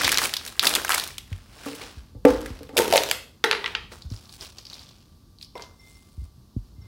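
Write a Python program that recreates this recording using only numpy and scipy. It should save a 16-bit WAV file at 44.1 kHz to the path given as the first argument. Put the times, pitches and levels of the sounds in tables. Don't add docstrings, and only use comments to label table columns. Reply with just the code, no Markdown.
import sys
import numpy as np
from scipy import signal
from scipy.fft import rfft, irfft, next_fast_len
from scipy.io import wavfile
from scipy.ndimage import uniform_filter1d

SR = 44100
rng = np.random.default_rng(int(sys.argv[2]) if len(sys.argv) > 2 else 0)


def store_wav(level_fs):
    pcm = np.round(np.clip(np.atleast_2d(level_fs), -1, 1) * 32767)
    wavfile.write(sys.argv[1], SR, pcm.T.astype(np.int16))


N = 302967

# start in seconds, level in dB, hardness in dB on the upper modes.
LID_DROPS = [(3.441, -20, 14), (3.513, -42, 10), (3.529, -30.5, 15.5), (3.55, -43, 17), (3.642, -37, 18),
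             (3.75, -45, 19.5), (3.917, -49, 13.5)]
# start and end in seconds, level in dB over the rubbing,
# lowest and highest pitch in Hz.
GLOVE_CREASES = (3.9, 5.65, 9, 3500, 5500)


def gain_of(db):
    return 10 ** (np.asarray(db) / 20)


def evened(x):
    return x / np.sqrt(np.mean(x ** 2) + 1e-20)


def read(points, hz):
    f, value = np.transpose(points)
    return np.interp(np.log(hz + 1), np.log(f + 1), value)


def curve(rows, column):
    columns = np.transpose(rows)
    return np.interp(np.arange(N) / SR, columns[0], columns[column])


def add(mix, s, sound):
    part = mix[round(s * SR):][:len(sound)]
    part += sound[:len(part)]


def coloured(x, points):
    size = next_fast_len(N)
    gain = gain_of(read(points, np.fft.rfftfreq(size, 1 / SR)))
    return evened(irfft(rfft(x, size) * gain, size)[:N])


def snaps(rows, cycles, edge_db, low_hz):
    out, t = np.zeros(N), np.arange(1500) / SR
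    ring_t = t[:200]
    chance = rng.standard_normal((len(rows), 2, len(t)))
    band = signal.butter(2, [4500, 13000], "bandpass", fs=SR)
    for (s, db, hz, sharp_db, ms), (a, b) in zip(rows, chance):
        fade = np.exp(-t * 1000 / max(ms, .15))
        ring = np.sin(2 * np.pi * hz * ring_t) * ring_t * np.exp(-ring_t * hz / cycles)
        slips = 0.76 * a * abs(b) * fade
        slips[0] = 2.6
        body = signal.convolve(slips, ring)[:len(t)]
        edge = signal.lfilter(*band, slips)
        body = body / abs(body).max()
        edge = gain_of(sharp_db + edge_db) * edge / abs(edge).max()
        add(out, s, gain_of(db) * (body + edge))
    return signal.lfilter(*signal.butter(3, low_hz, "highpass", fs=SR), out)


def crackle(hands, span, count):
    start, end, over_db, low_hz, high_hz = span
    a, b, c, d, e = rng.random((count, 5)).T
    s = start + (end - start) * (np.arange(count) + a) / count
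    busy_db = 20 * np.log10(hands.max(0)[(s * SR).astype(int)] + 1e-9)
    level_db = busy_db + over_db - 1.0 * np.log(b + .05)
    pitch_hz = low_hz * (high_hz / low_hz) ** c
    sharp_db, length_ms = -18 + 18 * d, 1.3 + 1.6 * e ** 2
    return list(zip(s, level_db, pitch_hz, sharp_db, length_ms))


def blows(rows, modes, split_hz, blur, uneven_db=1.54, rise_s=0.0014):
    out, t = np.zeros(N), np.arange(SR // 2) / SR
    hz, mode_db, t60 = np.transpose(modes)[:, :, None]
    for s, db, hard_db in rows:
        wander = rng.standard_normal((len(modes), len(t)))
        start_db = mode_db + uneven_db * wander[:, :1] + hard_db * (hz > split_hz)
        level_db = start_db - 60 * t / np.maximum(t60, .01)
        wander = uniform_filter1d(np.cumsum(wander, 1), 100) * blur * np.sqrt(hz / 1000)
        phase = 2 * np.pi * hz * t + wander - wander[:, :1]
        ring = (gain_of(level_db) * np.sin(phase)).sum(0)
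        add(out, s, gain_of(db) * ring * (1 - np.exp(-t / rise_s)))
    return out


def strokes():
    # peak in seconds, level in dB, body under 1.5 kHz in dB over it,
    # fizz over 7 kHz in dB over it, rise in seconds, fall in seconds.
    rub_rows = [(.05, -27.5, -5, -6.5, .4, 0.5), (.24, -30.5, -2.5, 4.5, .15, 0.12),
                (.47, -50, 2, 6.5, .15, 0.23), (.65, -35.5, 6.5, 8.5, .06, 0.31),
                (.76, -36.5, 3, -14, .1, 0.19), (.94, -31, -7, -1.5, .15, .28),
                (1.33, -58, -0.5, -3, .2, 0.44), (1.69, -44, -2, -2.5, .35, 0.34),
                (1.83, -44, -1.5, -6, .2, 0.31), (2.281, -39, 9, -6.5, .03, 0.28),
                (2.45, -51, -0.5, -6.5, .15, 0.59), (2.8, -41, 11, 4, .06, .3),
                (2.95, -33, -3.5, -2, .15, 0.29), (3.07, -42, -5.5, -4.5, .1, 0.16),
                (3.66, -55, 9.5, 1, .3, 0.31)]
    stir_rows = [(3.92, -49.5, -1, -4, 0.022, 0.28), (4.12, -54.5, -1.5, -2.5, .06, 0.87),
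                 (4.35, -50.5, -13.5, 2, .15, 0.066), (4.428, -42, -7, -5.5, 0.076, .2),
                 (4.585, -49, -4.5, -6, .04, 0.07), (4.74, -48.5, -6, -12, 0.23, 0.51),
                 (5.426, -52.5, -22, -1, 0.042, 0.061), (5.564, -52, 7.5, -16.5, .02, 0.24),
                 (5.626, -46.5, -18, -35, 0.066, 0.08), (5.9, -61, -6.5, 3, .3, 0.64),
                 (6.247, -66, -6, 1, .2, 0.1), (6.671, -70.5, 0, -5, .3, 0.21),
                 (6.86, -68, 2.5, -8, 0.21, .3)]
    stroke_db = 30
    t, power = np.arange(0, N, 32) / SR, 0
    for s, db, body_db, fizz_db, rise, fall in [*rub_rows, *stir_rows]:
        away = np.where(t < s, (s - t) / max(rise, .005), (t - s) / max(fall, .005))
        level_db = db + np.array([[0], [body_db], [fizz_db]]) - stroke_db * away
        power = power + gain_of(level_db) ** 2
    return np.array([np.interp(np.arange(N) / SR, t, np.sqrt(p)) for p in power])


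def background():
    # time in seconds, level in dB.
    rumble_level = [(0.0, -42), (0.5, -54), (0.73, -49.5), (1.93, -53.5), (2.37, -43), (2.58, -49),
                    (3.04, -48.5), (3.25, -57), (3.92, -48), (4.44, -54), (6.12, -54.5), (6.87, -50.5)]
    # frequency in Hz, relative level in dB per Hz.
    rumble_tone = [(15, -45), (25, -14.5), (43, 4), (87, 2), (117, -2.5), (151, -5), (194, -12.5),
                   (397, -21.5), (600, -42), (780, -64), (1320, -120)]
    # frequency in Hz, relative level in dB per Hz.
    hush_tone = [(120, -25), (200, 1), (529, -19), (1000, -20), (1160, -19.5), (1250, -23.5), (2210, -34),
                 (4520, -20.5), (7540, -30.5), (15100, -31), (16000, -36.5)]
    # time in seconds, level in dB.
    whine_level = [(0, -81.5), (1.7, -71.5), (2.2, -78.5), (3.2, -89), (3.45, -76), (4.7, -73),
                   (6.87, -76.5)]
    hush_db, whine_hz = -60.5, 1168
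    a, b, c = rng.standard_normal((3, N))
    waver = evened(uniform_filter1d(uniform_filter1d(c, 3000), 3000))
    phase = 2 * np.pi * whine_hz * np.arange(N) / SR + 0.7 * waver
    tone = gain_of(curve(whine_level, 1) + 2.0 * waver) * np.sin(phase)
    rumble = gain_of(curve(rumble_level, 1)) * coloured(a, rumble_tone)
    hush = gain_of(hush_db) * coloured(b, hush_tone)
    return rumble + hush + tone


def kitchen(x, turns_per_s):
    # frequency in Hz, t60 in seconds.
    room_t60 = [(200, 0.57), (530, 0.47), (1390, 0.36), (3680, 0.4), (9700, 0.35)]
    at = np.arange(200, SR - 20, 20) + rng.integers(0, 20, (3, (SR - 201) // 20))
    taps = np.zeros((3, SR))
    np.put_along_axis(taps, at, rng.choice([-1., 1.], at.shape), 1)
    hz, t, z = signal.stft(taps, SR, nperseg=256)
    fade = gain_of(-60 * t / read(room_t60, hz)[:, None])
    tail = signal.istft(z * fade, SR, nperseg=256)[1]
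    cycle = np.arange(N) * turns_per_s / SR + np.arange(3)[:, None] / 3
    turns = np.cos(2 * np.pi * cycle) * np.sqrt(2 / 3)
    return signal.fftconvolve(x * turns, tail / np.linalg.norm(tail[0]), axes=1)[:, :N].sum(0)


def bumps():
    # start in seconds, level in dB, pitch in Hz,
    # t60 in seconds, knock in dB relative to the swing.
    bump_rows = [(0.041, -23.5, 82, 0.09, -28), (1.316, -20.5, 92.4, 0.16, -40),
                 (1.971, -26.5, 60, 0.15, -9), (2.152, -32.5, 107, 0.18, -8), (2.298, -26, 55, 0.53, -14),
                 (2.504, -19.5, 87, 0.058, -4), (4.049, -24, 79, 0.13, -28), (4.114, -22.5, 105, 0.15, 0),
                 (4.408, -39, 65.8, 0.13, -15), (6.178, -21, 65.2, 0.19, -24.5),
                 (6.218, -27.5, 85.4, 0.15, -22), (6.377, -40, 124, 0.19, -24.5),
                 (6.564, -14.5, 108.2, 0.071, 0.5), (6.782, -30.5, 84, 0.16, -31.5),
                 (6.817, -39, 103.4, 0.38, -20)]
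    out, t = np.zeros(N), np.arange(SR // 2) / SR
    for s, db, hz, t60, knock_db in bump_rows:
        bent_t = t + .004 * (1 - np.exp(-t / 0.0014))
        swing = gain_of(-60 * t / max(t60, .03)) * np.sin(2 * np.pi * hz * bent_t)
        knock = gain_of(knock_db - 60 * t / 0.029) * np.sin(2 * np.pi * 230 * t)
        sway = gain_of(-10.0 - 60 * t / 0.21) * np.sin(2 * np.pi * 46 * t)
        add(out, s, gain_of(db) * (swing + knock + sway) * (1 - np.exp(-t / 0.0022)) ** 2)
    return out


def hollow_tap():
    # start in seconds, level in dB, hardness in dB on the upper modes.
    tap_rows = [(5.554, -26, -4.5)]
    # frequency in Hz, relative level in dB, t60 in seconds.
    hollow_modes = [(427, -7.5, 0.051), (524, -4, 0.036), (661, -6.5, 0.067), (784, -8, .05),
                    (991, -0.5, 0.095), (1444, -17, .03)]
    return blows(tap_rows, hollow_modes, split_hz=900, blur=.07)


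def bowl():
    # start in seconds, level in dB, hardness in dB on the top mode.
    sprinkle_rows = [(5.553, -49.5, 1), (5.6, -53, -12), (5.794, -57.5, 4.5), (5.83, -56, -5),
                     (5.865, -58, -8), (5.95, -59, 3), (6.06, -76, 0), (6.195, -70, -5), (6.76, -73.5, 0),
                     (6.815, -66, 8.5), (6.849, -63, -8)]
    # frequency in Hz, relative level in dB, t60 in seconds.
    glass_modes = [(2089, 3, 0.43), (3550, -8, 0.45), (5430, 7, 0.065)]
    t, power = np.arange(N) / SR, 0
    hz, mode_db, t60 = np.transpose(glass_modes)[:, :, None]
    for s, db, hard_db in sprinkle_rows:
        age = np.maximum(t - s, 0)
        level_db = db + mode_db + hard_db * (hz > 4000) - 60 * age / t60
        power = power + (gain_of(level_db) * (1 - np.exp(-age / 0.0026))) ** 2
    return (np.sqrt(power) * np.sin(2 * np.pi * hz * t)).sum(0)


def rubbing(hands, per_s, spread_db):
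    # frequency in Hz, relative level in dB per Hz.
    body_tone = [(90, -31.5), (200, 1.5), (350, 4.5), (600, 2.5), (1200, 2.5), (1600, -2.5), (2500, -36)]
    rub_tone = [(900, -34), (1600, 3), (2500, 7), (4000, 6.5), (5500, 4.5), (7500, -11), (11000, -43)]
    stir_tone = [(1300, -21.5), (2400, -4), (3500, -2), (4800, -1.5), (5800, -5), (7500, -13.5),
                 (11000, -25)]
    fizz_tone = [(4000, -31.5), (6200, -9.5), (8000, -1), (10800, -3.5), (13000, -14.5), (15500, -5),
                 (17000, 0)]
    rub_grain, stir_grain = 0.43, 0.89
    slips = gain_of(spread_db * np.minimum(rng.exponential(1, N), 4)) * (rng.random(N) < per_s / SR)
    slips = signal.lfilter([1], [1, -.93], slips)
    stirring = np.arange(N) / SR > GLOVE_CREASES[0]
    grain = np.where(stirring, stir_grain, rub_grain)
    drive = (np.sqrt(grain) * evened(slips) + np.sqrt(1 - grain)) * rng.standard_normal(N)
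    middle = np.where(stirring, coloured(drive, stir_tone), coloured(drive, rub_tone))
    return (hands * (middle, coloured(drive, body_tone), coloured(drive, fizz_tone))).sum(0)


def glove_ticks(hands):
    # start in seconds, level in dB, panel pitch in Hz.
    wrinkle_rows = [(3.9191, -37.5, 2087), (4.0213, -31, 4394), (4.102, -35, 5618), (4.121, -34, 4800),
                    (4.1628, -33.5, 5090), (4.2557, -38.5, 4886), (4.2933, -36.5, 4254),
                    (4.3251, -37.5, 4690), (4.352, -48.5, 4230), (4.4099, -26.5, 4860), (4.4262, -35, 5090),
                    (4.584, -29, 4860), (4.6527, -29, 4885), (4.6675, -31.5, 4720), (4.6997, -29.5, 4790),
                    (4.7324, -26.5, 3880), (4.7418, -29.5, 4950), (4.7934, -30.5, 4556),
                    (4.8316, -35.5, 4940), (4.8673, -39.5, 3864), (4.8902, -37, 4030), (4.9115, -47, 3906),
                    (5.3863, -38, 4160), (5.4124, -34, 4140), (5.4266, -27.5, 4215), (5.4465, -33.5, 5120),
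                    (5.5543, -34.5, 2132), (5.5947, -40.5, 2074), (5.6221, -26, 5240)]
    # start in seconds, level in dB, panel pitch in Hz, sharp edge in dB, length in ms.
    slide_rows = [(1.6326, -39, 2346, -1.5, 3.9), (1.6472, -34.5, 1580, -6, 1.1),
                  (1.6607, -25, 1279, -5.5, 3.9), (1.6718, -34.5, 2592, -5, 8.0),
                  (1.713, -37, 3053, 4.5, 0.54), (1.732, -30.5, 2500.0, -1, 0.5),
                  (1.75, -41, 2890, 9.5, 12), (1.8132, -32.5, 2250, -6.5, 14)]
    edge_db, length_ms = -12, 2.4
    wrinkles = [(*row, edge_db, length_ms) for row in wrinkle_rows]
    rows = [*wrinkles, *crackle(hands, GLOVE_CREASES, count=40), *slide_rows]
    return snaps(rows, cycles=0.97, edge_db=0.0, low_hz=1550)


def tub_knocks():
    # start in seconds, level in dB, hardness in dB on the upper modes.
    knock_rows = [(1.662, -25, -12), (1.715, -32.5, -24.5), (1.809, -39.5, -1), (2.149, -42.5, -13),
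                  (2.25, 0, -13.5), (2.457, -37.5, -23.5), (2.608, -30.5, -23.5), (2.691, -34.5, -7),
                  (2.734, -33, -11.5)]
    # frequency in Hz, relative level in dB, t60 in seconds.
    tub_modes = [(248.4, -20, 0.18), (282, -4, 0.18), (455, -6, 0.17), (501.4, -7, 0.24),
                 (548, -8.5, 0.087), (640, -17.5, 0.069), (784, -4, 0.15), (868, -9, 0.35), (1169, -9, 0.1),
                 (1280, -11, 0.058), (2040, -15, 0.093)]
    return blows(knock_rows, tub_modes, split_hz=700, blur=0.0028)


def pops():
    # start in seconds, level in dB, air pitch in Hz.
    pop_rows = [(2.765, -11.5, 576), (2.778, -7, 499.6), (2.786, -4, 438), (2.797, -0.5, 466.4),
                (2.88, -12, 415), (2.904, -13, 404), (2.926, -2, 711), (2.936, 0, 603.4), (2.948, -2, 620),
                (2.957, -0.5, 564.4), (2.976, -10.5, 772), (3.004, -17, 467), (3.088, -17, 506)]
    air_t60_s, wall_t60_s = 0.021, 0.058
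    out, t = np.zeros(N), np.arange(SR // 4) / SR
    for s, db, hz in pop_rows:
        air = gain_of(-60 * t / air_t60_s) * np.sin(2 * np.pi * hz * t)
        wall = gain_of(-16.5 - 60 * t / wall_t60_s) * np.sin(2 * np.pi * 900 * t)
        add(out, s, gain_of(db) * (air + wall) * (1 - np.exp(-t / .0012)))
    return out


def lid_drops():
    # frequency in Hz, relative level in dB, t60 in seconds.
    disc_modes = [(454, 5, 0.062), (877, -11, 0.063), (1180, 2, 0.009), (1395, -3.5, 0.024),
                  (1548, -2.5, 0.014), (1922, -6, 0.055), (2660, -4, 0.013), (3870, -7, 0.02),
                  (4460, -20.5, 0.02)]
    return blows(LID_DROPS, disc_modes, split_hz=750, blur=0.068)


def lid_snaps(hands):
    # start in seconds, level in dB, panel pitch in Hz,
    # sharp edge in dB before the lid's common edge level is added, length in ms.
    rim_rows = [(2.2513, -12, 1890, -11.5, 3.6), (2.2844, -26.5, 1360, -13.5, 1.5),
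                (2.3054, -20.5, 1440, -4.5, 2.4), (2.4598, -24, 1740, -5.5, 3.5),
                (2.5905, -36.5, 4300, -6.5, 2.4), (2.6319, -31, 3810, -4.5, 1.3),
                (2.6918, -38.5, 2330, -12, 3.2), (2.769, -9, 3180, -3.5, 3.6),
                (2.7769, -6.5, 3090, -2, 3.6), (2.7827, -3.5, 3010, -2.5, 0.53),
                (2.7892, -10.5, 1640, 3.5, 1.8), (2.8054, -17.5, 1390, -1.5, 2.5),
                (2.8454, -19, 2130, -3, 0.91), (2.8789, -19.5, 3140, -2, 1.8),
                (2.9034, -21.5, 2980, -5.5, 1.5), (2.9116, -11, 4750, -6.5, 1.7),
                (2.9257, -4, 3770, -9, 1.8), (2.9364, -6.5, 3690, -8, 3.6), (2.9584, -6.5, 2730, -8, 1.4),
                (2.9628, -12.5, 1815, -3.5, 2), (2.9687, -12.5, 1940, 4, 3.6),
                (2.9774, -0.5, 3910, -20.5, 1.7), (3.0355, -5.5, 5500, -8.5, 1.8),
                (3.0889, -15.5, 3500, -8.5, 1.5), (3.0984, -13.5, 5500, -11.5, 3.1),
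                (3.1128, -4.5, 2790, -2.5, 1.4), (3.4401, -6, 3690, -14.5, 2.6),
                (3.4464, -13, 1390, -4.5, 1.15), (3.5124, 0.5, 3580, -6, 1.3), (3.5203, -15, 1760, -9, 1.2),
                (3.5284, -6.5, 3840, -9, 1.2), (3.5304, -11.5, 1870, -13, 2.1),
                (3.5498, -15, 1880, -15.5, 2.4), (3.6431, -12, 2940, -21.5, 1.2),
                (3.6601, -9.5, 2850, -16.5, 3.6), (3.6784, -19.5, 2030, -3.5, 1.5),
                (3.7504, -8, 3120, -18, 2.7)]
    # start and end in seconds, level in dB over the rubbing,
    # lowest and highest pitch in Hz.
    rim_creases = (2.38, 3.85, 12, 1300, 5000)
    rows = [*rim_rows, *crackle(hands, rim_creases, count=50)]
    lid = snaps(rows, cycles=0.31, edge_db=3.0, low_hz=920)
    landed = np.arange(N) / SR > LID_DROPS[1][0] - .01
    dull = signal.lfilter(*signal.butter(2, 5000, fs=SR), lid)
    return np.where(landed, dull, lid)


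def bag_snaps(hands):
    # start in seconds, level in dB, panel pitch in Hz,
    # sharp edge in dB before the bag's common edge level is added, length in ms.
    crease_rows = [(0.0164, -15, 2009, -6, 3.8), (0.0358, -20.5, 1436, -8, 1.8),
                   (0.0454, -8, 4060, -6, 2.5), (0.0688, -15, 3370, -11, 1.5),
                   (0.0786, -6, 1634, -6.5, 1.8), (0.092, -8.5, 2310, -7, 1.8),
                   (0.1186, -7.5, 3980, -2.5, 3.4), (0.1262, -10, 1980, -2.5, 1.8),
                   (0.1442, -5.5, 5115, -14.5, 1.6), (0.154, -16.5, 1865, -15.5, 1.6),
                   (0.174, -1.5, 4140, -9.5, 0.92), (0.1835, -3, 4415, -6.5, 1.8),
                   (0.1883, -14.5, 1792, -7.5, 3.5), (0.2192, -18, 1765, -6.5, 2.7),
                   (0.234, -18, 1820, -6, 3.2), (0.2524, -18, 2270, -5, 2.1), (0.3384, -8.5, 3826, -6, 2.7),
                   (0.3674, -10.5, 4710, -9, 2.3), (0.4512, -20, 5750, -6, 1.2),
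                   (0.4638, -26.5, 1780, 2, 1.5), (0.4764, -22.5, 3943, -7.5, 5.4),
                   (0.577, -39, 1695, -10.5, 3.6), (0.595, 2.5, 4490, -17, 0.6),
                   (0.5973, -8, 4690, -9, 0.78), (0.6234, -22, 4195, -8.5, 1.8),
                   (0.6288, -18, 1243, -0.5, 2.5), (0.6356, -14, 1770, -4, 2.6),
                   (0.6456, -13.5, 4433, -8, 2.1), (0.654, -6.5, 4810, -12, 2.7),
                   (0.6696, -3.5, 3990, -4.5, 5.4), (0.7115, -18.5, 2062, -7, 2.9),
                   (0.7387, -9, 3750, -10.5, 1.5), (0.7516, -8, 3460, -2.5, 4.9),
                   (0.76, -14, 2390, -6.5, 1.8), (0.7659, -15, 2590, -8, 1.8),
                   (0.848, -14, 1504, -6.5, 2.1), (0.8802, -18.5, 2740, -9, 2.3),
                   (0.8935, -10.5, 1270, -3, 2.1), (0.9029, -13, 1430, -6, 1.8),
                   (0.9059, -9.5, 1537, -8.5, 4.8), (0.9136, -13.5, 1420, -6, 1.8),
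                   (0.9199, -8, 3430, -8.5, 1.6), (0.932, -15.5, 1260, -0.5, 0.75),
                   (0.943, -11, 1354, -5.5, 1.8), (0.9463, -16.5, 2630, 4.5, 1.8),
                   (0.9781, -17.5, 1280, -4.5, 3.9), (0.981, -10.5, 4980, -8, 1.8),
                   (0.9981, -9.5, 4374, -8.5, 1.7), (1.0385, -13, 4540, -6.5, 1.1),
                   (1.076, -34.5, 2405, 10, 1.1), (1.1818, -19, 3190, -5, 2.6),
                   (1.3287, -28.5, 2540, -13.5, 1.6)]
    # start and end in seconds, level in dB over the rubbing,
    # lowest and highest pitch in Hz.
    small_creases = (0, 1.4, 14, 1300, 5500)
    rows = [*crease_rows, *crackle(hands, small_creases, count=80)]
    return snaps(rows, cycles=0.47, edge_db=4.0, low_hz=650)


def scene():
    hands = strokes()
    bag, lid, glove = bag_snaps(hands), lid_snaps(hands), glove_ticks(hands)
    tub, disc, tap, seal = tub_knocks(), lid_drops(), hollow_tap(), pops()
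    snap_send = gain_of(-10.5) * bag + gain_of(-7.5) * glove + gain_of(-7.5) * lid
    hollow_send = gain_of(-2) * disc + gain_of(-3) * tap + gain_of(-12.5) * tub + gain_of(-6) * seal
    struck = bag + lid + glove + tub + disc + seal + tap + bowl() + bumps()
    rubbed = rubbing(hands, per_s=880, spread_db=-2.0)
    room = kitchen(snap_send, turns_per_s=300) + kitchen(hollow_send, turns_per_s=25)
    return (struck + rubbed + room + background())[None]


def record(dry):
    edge_hz = 15950
    held = np.clip(signal.lfilter(*signal.butter(4, 38, "highpass", fs=SR), dry), -.97, .97)
    low_pass = signal.firwin(255, edge_hz, window=("kaiser", 8), fs=SR)
    return signal.oaconvolve(held, low_pass[None], "same")


dry = scene()
out = record(dry)
store_wav(out)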